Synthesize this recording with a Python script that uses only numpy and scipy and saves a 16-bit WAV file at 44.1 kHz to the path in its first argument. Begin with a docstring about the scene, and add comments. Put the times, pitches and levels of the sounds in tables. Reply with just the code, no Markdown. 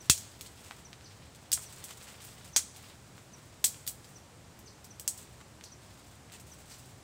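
"""Bamboo thicket, with a small fire of dry twigs and leaves that someone crouches by and feeds.
Twigs snap: a click and torn-fibre noise are filtered, and dense random echoes come back from the culms.
Sticks knock as resonant clicks; stirred leaf litter rustles, fizzes and crunches as random tiny clicks.
Two small birds chirp further off in gliding sines, over a low outdoor rumble of filtered noise."""
import sys
import numpy as np
from scipy import signal
from scipy.fft import rfft, irfft
from scipy.io import wavfile

SR = 44100
rng = np.random.default_rng(int(sys.argv[2]) if len(sys.argv) > 2 else 0)


def pcm_store(signal):
    """Save signal as 16-bit PCM."""
    levels = np.round(np.clip(np.atleast_2d(signal), -1, 1) * 32767)
    wavfile.write(sys.argv[1], SR, levels.astype(np.int16).T)


N = 310023


def gain_of(db):
    """Decibels to amplitude gain."""
    return 10 ** (np.asarray(db) / 20)


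def evened(x):
    """Scales to an rms of one."""
    return x / np.sqrt(np.mean(x ** 2) + 1e-20)


def read(points, hz):
    """Interpolates (Hz, value) points on a log-frequency axis."""
    f, value = np.transpose(points)
    return np.interp(np.log(hz + 1), np.log(f), value)


def bump(hz, centre_hz, width_hz, lift_db):
    """Lift in dB from one resonance; width_hz is the half width at half the lift."""
    return lift_db / (1 + ((hz - centre_hz) / width_hz) ** 2)


def add(mix, s, sound):
    """Mixes a sound in at s seconds."""
    part = mix[max(round(s * SR), 0):][:len(sound)]
    part += sound[:len(part)]


def coloured(x, colour_db, size=2048):
    """Minimum-phase filter whose gain in dB is a function of frequency."""
    hz = abs(np.fft.fftfreq(size, 1 / SR))
    log_gain = np.log(gain_of(colour_db(hz)))
    taps = np.fft.ifft(np.exp(np.conj(signal.hilbert(log_gain)))).real
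    return signal.fftconvolve(x, taps[:size // 2])[:len(x)]


def dying(x, ring, size=128):
    """Decays each band by 60 dB over its own ring time."""
    hz, t, z = signal.stft(x, SR, nperseg=size)
    decay = gain_of(-60 * t / read(ring, hz)[:, None])
    return signal.istft(z * decay, SR, nperseg=size)[1][:len(x)]


def wander(top_hz, count=30):
    """Random sway with an rms of one: sines from a tenth of top_hz up to it."""
    t = np.arange(0, N + 256, 256) / SR
    hz = top_hz * np.geomspace(.1, 1, count)[:, None]
    waves = np.sin(2 * np.pi * (hz * t + rng.random((count, 1)))).sum(0)
    return np.interp(np.arange(N) / SR, t, evened(waves))


def thicket(far_db=-20, spread_db=5.0, echoes_per_s=7000, rise_s=0.0012):
    """Echoes of one click: discrete ones off the nearest culms, plus a noise wash from the whole stand."""
    # Ring of the nearest culms. Each row: frequency in Hz, t60 in s.
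    near_ring = [(200, 0.049), (2000, 0.12), (7500, 0.12), (15000, 0.14)]
    # Ring of the whole thicket. Each row: frequency in Hz, t60 in s.
    far_ring = [(200, 0.22), (2500, 0.53), (7500, 0.48), (15000, 0.39)]
    t = np.arange(SR * 2 // 3) / SR
    signs, sizes, far = rng.standard_normal((3, len(t)))
    struck = rng.random(len(t)) < echoes_per_s / SR
    near = np.sign(signs) * gain_of(spread_db * np.clip(sizes, -2, 2)) * struck
    echoes = dying(evened(near), near_ring) + gain_of(far_db) * dying(far, far_ring)
    return echoes * (1 - np.exp(-t / rise_s))


def snap(crack_db, scatter_db, body_db, clack_db, treble_db, twig_hz, edge_db,
         tear_s=0.0015, fibres=0.41, twig_db=7, twig_width_hz=700):
    """A twig breaks: one click, a brief tearing of fibres, the twig's resonance, and the thicket's answer."""
    # Colour of the direct crack. Each row: frequency in Hz, relative level in dB per Hz.
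    crack_colour = [(30, -34), (60, -17), (300, -8), (700, -15.5), (1500, -10.5), (2400, -6), (3500, -1.5),
                    (6200, 1.5), (8500, -7), (11000, -6.5), (15500, -5.5)]
    # Colour the culms throw back. Each row: frequency in Hz, relative level in dB per Hz.
    scatter_colour = [(60, -17), (400, -24), (1000, -31), (1900, -15.5), (2700, -12.5), (4500, -3),
                      (6300, -2), (7900, 4.5), (10000, -2.5), (12500, -8.5), (15500, -7)]
    # Hollow culms that ring in every echo. Each row: centre in Hz, half width in Hz, lift in dB.
    culm_modes = [(2440, 67, 4.5), (3290, 100, 6.5), (4130, 250, 1.5), (5800, 170, 3), (6650, 110, 4),
                  (8150, 250, 0)]
    echoes = thicket(spread_db=2.0)
    t = np.arange(len(echoes)) / SR
    tear = fibres * rng.standard_normal(len(t)) * np.exp(-t / tear_s)
    tear[0] = 1  # the click

    def tone_db(hz, top_db):
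        tone = [(1900, body_db), (2700, clack_db), (4500, clack_db), (5600, 0), (9000, 0), (12500, top_db)]
        return read(tone, hz)

    def ring_db(hz):
        return bump(hz, twig_hz, twig_width_hz, twig_db)

    def crack_tone_db(hz):
        return read(crack_colour, hz) + tone_db(hz, treble_db + edge_db) + ring_db(hz)

    def scatter_tone_db(hz):
        culms_db = sum(bump(hz, *mode) for mode in culm_modes)
        return read(scatter_colour, hz) + tone_db(hz, treble_db) + 0.57 * ring_db(hz) + culms_db

    crack = coloured(tear, crack_tone_db)
    echoes = coloured(echoes, scatter_tone_db)
    # levels are set over these windows
    first, later = t < .0025, (t > .003) & (t < .023)
    direct = gain_of(crack_db) * crack / crack[first].std()
    return direct + gain_of(scatter_db) * echoes / echoes[later].std()


def snaps(clack_per_body=0.72, plain_clack_db=-0.5, edge_db=-0.2):
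    """All the snapping twigs; the hollow clack grows with the woody body, in dB per dB."""
    # Each row: start in s, direct crack in dB, scattered sound in dB, woody body in dB,
    # splintery treble in dB, ring of the twig in Hz.
    twig_breaks = [(0.0981, -11, -19.5, 4.5, -1.5, 6700), (0.178, -37, -46, -2, 4, 6400),
                   (0.4102, -37.5, -48, 0, 2.5, 2920), (0.461, -51, -51, 13, -1, 7800),
                   (1.5179, -25, -36.5, -6.5, 0, 5000), (1.5287, -23, -25.5, -3.5, -1, 8150),
                   (1.8406, -37, -44.5, -7, 4, 8150), (2.2497, -44, -56, 0, 8, 8300),
                   (2.5624, -19, -22.5, 0.5, -5, 6150), (2.7627, -49, -53.5, 10, 4, 6900),
                   (3.6421, -21, -22.5, 0.5, 2.5, 7650), (3.8662, -37, -45, 0, 8, 8600),
                   (3.8764, -27.5, -34.5, 1.5, 7, 8700), (4.0449, -51, -58, 8, -1, 5330),
                   (4.5907, -51, -60, -10, 8, 9100), (4.8437, -50, -53, -1, 4, 5300),
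                   (4.9974, -35, -47, -2, 6, 8150), (5.078, -21, -31.5, -7, -1.5, 8200),
                   (5.1764, -48, -50.5, -3, 2, 8340), (5.6389, -44, -53, 6, -3, 6260),
                   (6.32, -50, -55, 6, 0, 2780), (6.399, -52, -55.5, 0, 4, 8400)]
    out = np.zeros(N)
    for s, crack_db, scatter_db, body_db, treble_db, twig_hz in twig_breaks:
        clack_db = plain_clack_db + clack_per_body * body_db
        add(out, s, snap(crack_db, scatter_db, body_db, clack_db, treble_db, twig_hz, edge_db))
    return out


def thump(s=.0978, rise_s=0.00029):
    """The first, heaviest break jolts the ground and rings the thick stick: decaying modes."""
    # Each row: frequency in Hz, level in dB, t60 in s.
    modes = [(72, -27.0, 0.089), (115, -21.5, 0.043), (294, -28.5, 0.011),
             (1220, -12.5, 0.0051), (2650, -25.5, 0.081)]
    t, out = np.arange(SR // 4) / SR, np.zeros(N)
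    ring = sum(gain_of(db - 60 * t / t60) * np.cos(2 * np.pi * hz * t) for hz, db, t60 in modes)
    add(out, s, ring * (1 - np.exp(-t / rise_s)))
    return out


def knocks(echo_db=-30, sharpness=0.94, soft_hz=5200):
    """Sticks touch: a click blunted above soft_hz, through one broad woody resonance, with a faint echo."""
    # Each row: start in s, peak in dB, nominal centre of the tone in Hz.
    stick_hits = [(0.7104, -25, 1250), (0.9307, -30, 3230), (1.0102, -38.5, 2500), (1.5751, -30, 1420),
                  (1.578, -31, 1510), (2.5635, -15.5, 1920), (2.593, -30.5, 1540), (3.1802, -36, 1600),
                  (3.645, -29.5, 645), (3.745, -35, 2900), (5.611, -33.5, 2300), (6.299, -40, 2000)]
    out = np.zeros(N)
    for s, peak_db, centre_hz in stick_hits:
        def wood_db(hz):
            detune = (hz + 30) / centre_hz - centre_hz / (hz + 30)  # +30 keeps 0 Hz finite
            return -10 * np.log10(1 + (sharpness * detune) ** 2)

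        click = gain_of(echo_db) * thicket()
        click[0] = 1
        click = coloured(click, lambda hz: -10 * np.log10(1 + (hz / soft_hz) ** 4))
        knock = coloured(click, wood_db)
        add(out, s, gain_of(peak_db) * knock / abs(knock).max())
    return out


def crackle(count, per_s, spread_db, wash_db, blur_s=0.0082):
    """Tiny breaks of random size over count samples, each trailed by a short blur of echoes."""
    sizes = gain_of(spread_db * np.minimum(rng.exponential(1, count), 4))
    breaks = rng.random(count) < per_s / SR
    clicks = evened(sizes * rng.choice([-1, 1], count) * breaks)
    echo_power = signal.lfilter([1], [1, -np.exp(-1 / (blur_s * SR))], clicks ** 2)
    wash = evened(np.sqrt(echo_power) * rng.standard_normal(count))
    return clicks + gain_of(wash_db) * wash


def stirring(start_s, length_s, rise_s=0.02, settle_s=0.12):
    """Strength of one stir: it builds up, holds, and then the leaves settle."""
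    t = np.arange(N) / SR - start_s
    return np.clip(t / rise_s, 0, 1) * np.exp(-np.maximum(t - length_s, 0) / settle_s)


def litter(clump_db=1.0, clump_hz=23.6):
    """A hand stirs dry leaves: rustle and fizz are two crackles that sway in random clumps."""
    # Each row: start in s, length in s, leaf rustle in dB, fine fizz in dB.
    hand_stirs = [(0.0, 0.75, -62.5, -60), (0.983, 0.48, -65.5, -70), (1.584, 0.31, -60.5, -56),
                  (1.876, 0.48, -59, -57), (2.735, 0.17, -60.5, -57), (3.133, 0.74, -71.5, -66),
                  (4.016, 0.09, -71, -62.5), (5.113, 0.13, -64, -58.5), (5.8, 0.31, -66.5, -62.5),
                  (6.454, 0.42, -66, -60.5)]
    # Leaf rustle. Each row: frequency in Hz, relative level in dB per Hz.
    rustle_colour = [(200, -10), (600, 1.5), (1500, -1), (3500, 3), (5500, -1.5), (8000, -33), (15500, -25)]
    # Fine fizz. Each row: frequency in Hz, relative level in dB per Hz.
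    fizz_colour = [(1500, -11), (4000, -10), (6000, -6.5), (8100, -0.5), (9800, -8.5), (12500, -14),
                   (15500, -9.5)]
    rustle_power, fizz_power = np.zeros((2, N))
    for start_s, length_s, rustle_db, fizz_db in hand_stirs:
        power = stirring(start_s, length_s) ** 2
        rustle_power += gain_of(rustle_db) ** 2 * power
        fizz_power += gain_of(fizz_db) ** 2 * power
    leaves = crackle(N, per_s=660, spread_db=5.5, wash_db=8.5)
    leaves = coloured(leaves, lambda hz: read(rustle_colour, hz))
    fizz = crackle(N, per_s=470, spread_db=5.0, wash_db=10)
    fizz = coloured(fizz, lambda hz: read(fizz_colour, hz))
    clumps = gain_of(clump_db * wander(clump_hz))
    stirred = np.sqrt(rustle_power) * evened(leaves) + np.sqrt(fizz_power) * evened(fizz)
    return evened(clumps) * stirred


def crunches(rise_share=0.035):
    """The loudest handfuls of leaves: dense tiny breaks that swell quickly and thin out."""
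    # Each row: start in s, length in s, level in dB before the envelope, brightness in dB per octave.
    handfuls = [(0.643, 0.09, -53, 0.5), (1.348, 0.024, -54.5, 2), (1.619, 0.032, -45.5, 6),
                (1.882, 0.069, -48, 0), (2.068, 0.092, -53.5, -1.5), (2.2, 0.15, -53, 5),
                (2.443, 0.069, -52.5, 2.5), (5.403, 0.021, -51, -4.5), (6.328, 0.091, -52.5, 0.5),
                (6.696, 0.09, -53.5, 2)]
    # Each row: frequency in Hz, relative level in dB per Hz.
    crunch_colour = [(200, -17), (900, -2.5), (3000, -1), (5500, -5), (8000, 0), (10500, -11),
                     (15500, -15.5)]
    out = np.zeros(N)
    for s, length_s, db, brightness in handfuls:
        grains = crackle(round(length_s * SR), per_s=1400, spread_db=4.5, wash_db=-1)
        grains = coloured(grains, lambda hz: read(crunch_colour, hz) + brightness * np.log2((hz + 500) / 5000))
        through = np.linspace(0, 1, len(grains))
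        envelope = np.minimum(through / rise_share, 1) * np.sqrt(1 - through)
        add(out, s, gain_of(db) * evened(grains) * envelope)
    return out


def whistle(shape, pitch=1):
    """One gliding sine, detuned at random by up to 0.4 percent."""
    s, hz, db = np.transpose(shape)
    t = np.arange(0, s[-1], 1 / SR)
    detune = 1 + rng.uniform(-1, 1) / 250
    turns = np.cumsum(pitch * np.interp(t, s, hz)) * detune / SR
    level = np.sqrt(2) * gain_of(np.interp(t, s, db))
    return level * np.sin(2 * np.pi * turns) * signal.windows.tukey(len(t), .12)


def birds(chirp_db=-51.5, slur_db=-53.5, near_wet_db=-11, far_wet_db=-1.0, t60=0.38,
          bounce_db=-11, bounce_s=.007, far_direct_db=-3):
    """Two birds in decaying-noise reverb: the near one has a ground echo, the far one is mostly echoes."""
    # The near bird repeats one chirp at one strength. Each entry: start in s.
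    chirp_starts = [0.002, .847, 1.657, 2.528, 3.331, 4.154, 4.903, 5.716, 6.513]
    # Each row: time from its start in s, pitch in Hz, relative level in dB.
    chirp_shape = [(0, 6380, -22), (.004, 6170, -4), (.008, 6030, 0), (.013, 5830, -1), (.018, 5660, -7),
                   (.023, 5530, -8), (.026, 5450, -24)]
    # The far bird's slurs. Each row: start in s, pitch as a share of the usual.
    slur_starts = [(1.038, .99), (2.534, 1.03), (4.656, 1.01), (5.636, .99), (6.696, 0.98)]
    # Each row: time from its start in s, usual pitch in Hz, relative level in dB.
    slur_shape = [(0, 6000, -12), (.006, 6200, -3), (.013, 6000, -2), (.019, 5100, 0), (.025, 4400, -1),
                  (.033, 3900, -10)]
    near, far = np.zeros((2, N))
    for s in chirp_starts:
        note = gain_of(chirp_db) * whistle(chirp_shape)
        add(near, s, note)
        add(near, s + bounce_s, gain_of(bounce_db) * note)
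    for s, pitch in slur_starts:
        add(far, s, gain_of(slur_db) * whistle(slur_shape, pitch))
    t = np.arange(SR // 2) / SR
    grove = rng.standard_normal(len(t)) * gain_of(-60 * t / t60)
    sent = gain_of(near_wet_db) * near + gain_of(far_wet_db) * far
    echoes = signal.fftconvolve(sent, grove / np.linalg.norm(grove))[:N]
    return near + gain_of(far_direct_db) * far + echoes


def air(base_db=-53.5, hiss_db=-5, rumble_hz=170, rumble_lift_db=1.35, swell_db=-0.3, swell_hz=8):
    """Outdoor background: filtered noise whose rumble below rumble_hz swells and sinks slightly."""
    # Steady outdoor air. Each row: frequency in Hz, relative level in dB per Hz.
    air_colour = [(25, -21), (46, -21), (62, -2.5), (120, -0.5), (165, -5.5), (310, -10.5), (740, -13.5),
                  (1500, -17.5), (3300, -20.5), (6000, -20), (8100, -18.5), (10600, -28.5), (13000, -31.5),
                  (15500, -32)]
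    hz = np.fft.rfftfreq(N, 1 / SR)
    noise = rfft(rng.standard_normal(N)) * gain_of(read(air_colour, hz))
    noise = rfft(evened(irfft(noise, N)))
    noise = noise * gain_of(base_db + hiss_db / (1 + (2500 / (hz + 1)) ** 2))  # treble shelf
    low = 1 / (1 + (hz / rumble_hz) ** 4)
    swell = gain_of(rumble_lift_db + swell_db * wander(swell_hz))
    return irfft(noise * low, N) * swell + irfft(noise * (1 - low), N)


def scene():
    """Everything heard from one spot near the fire."""
    return (snaps() + thump() + knocks() + litter() + crunches() + birds() + air())[None]


def record(dry, port_hz=15150, port_width_hz=550, port_db=1.0, ceiling=1.0, edge_hz=15750):
    """The microphone port resonates, tanh rounds off the loudest peaks, and a low-pass limits the band."""
    heard = coloured(dry[0], lambda hz: bump(hz, port_hz, port_width_hz, port_db))
    heard = ceiling * np.tanh(heard / ceiling)
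    low_pass = signal.firwin(255, edge_hz, window=("kaiser", 9), fs=SR)
    return signal.oaconvolve(heard, low_pass, "same")[None]


dry = scene()
out = record(dry)
pcm_store(out)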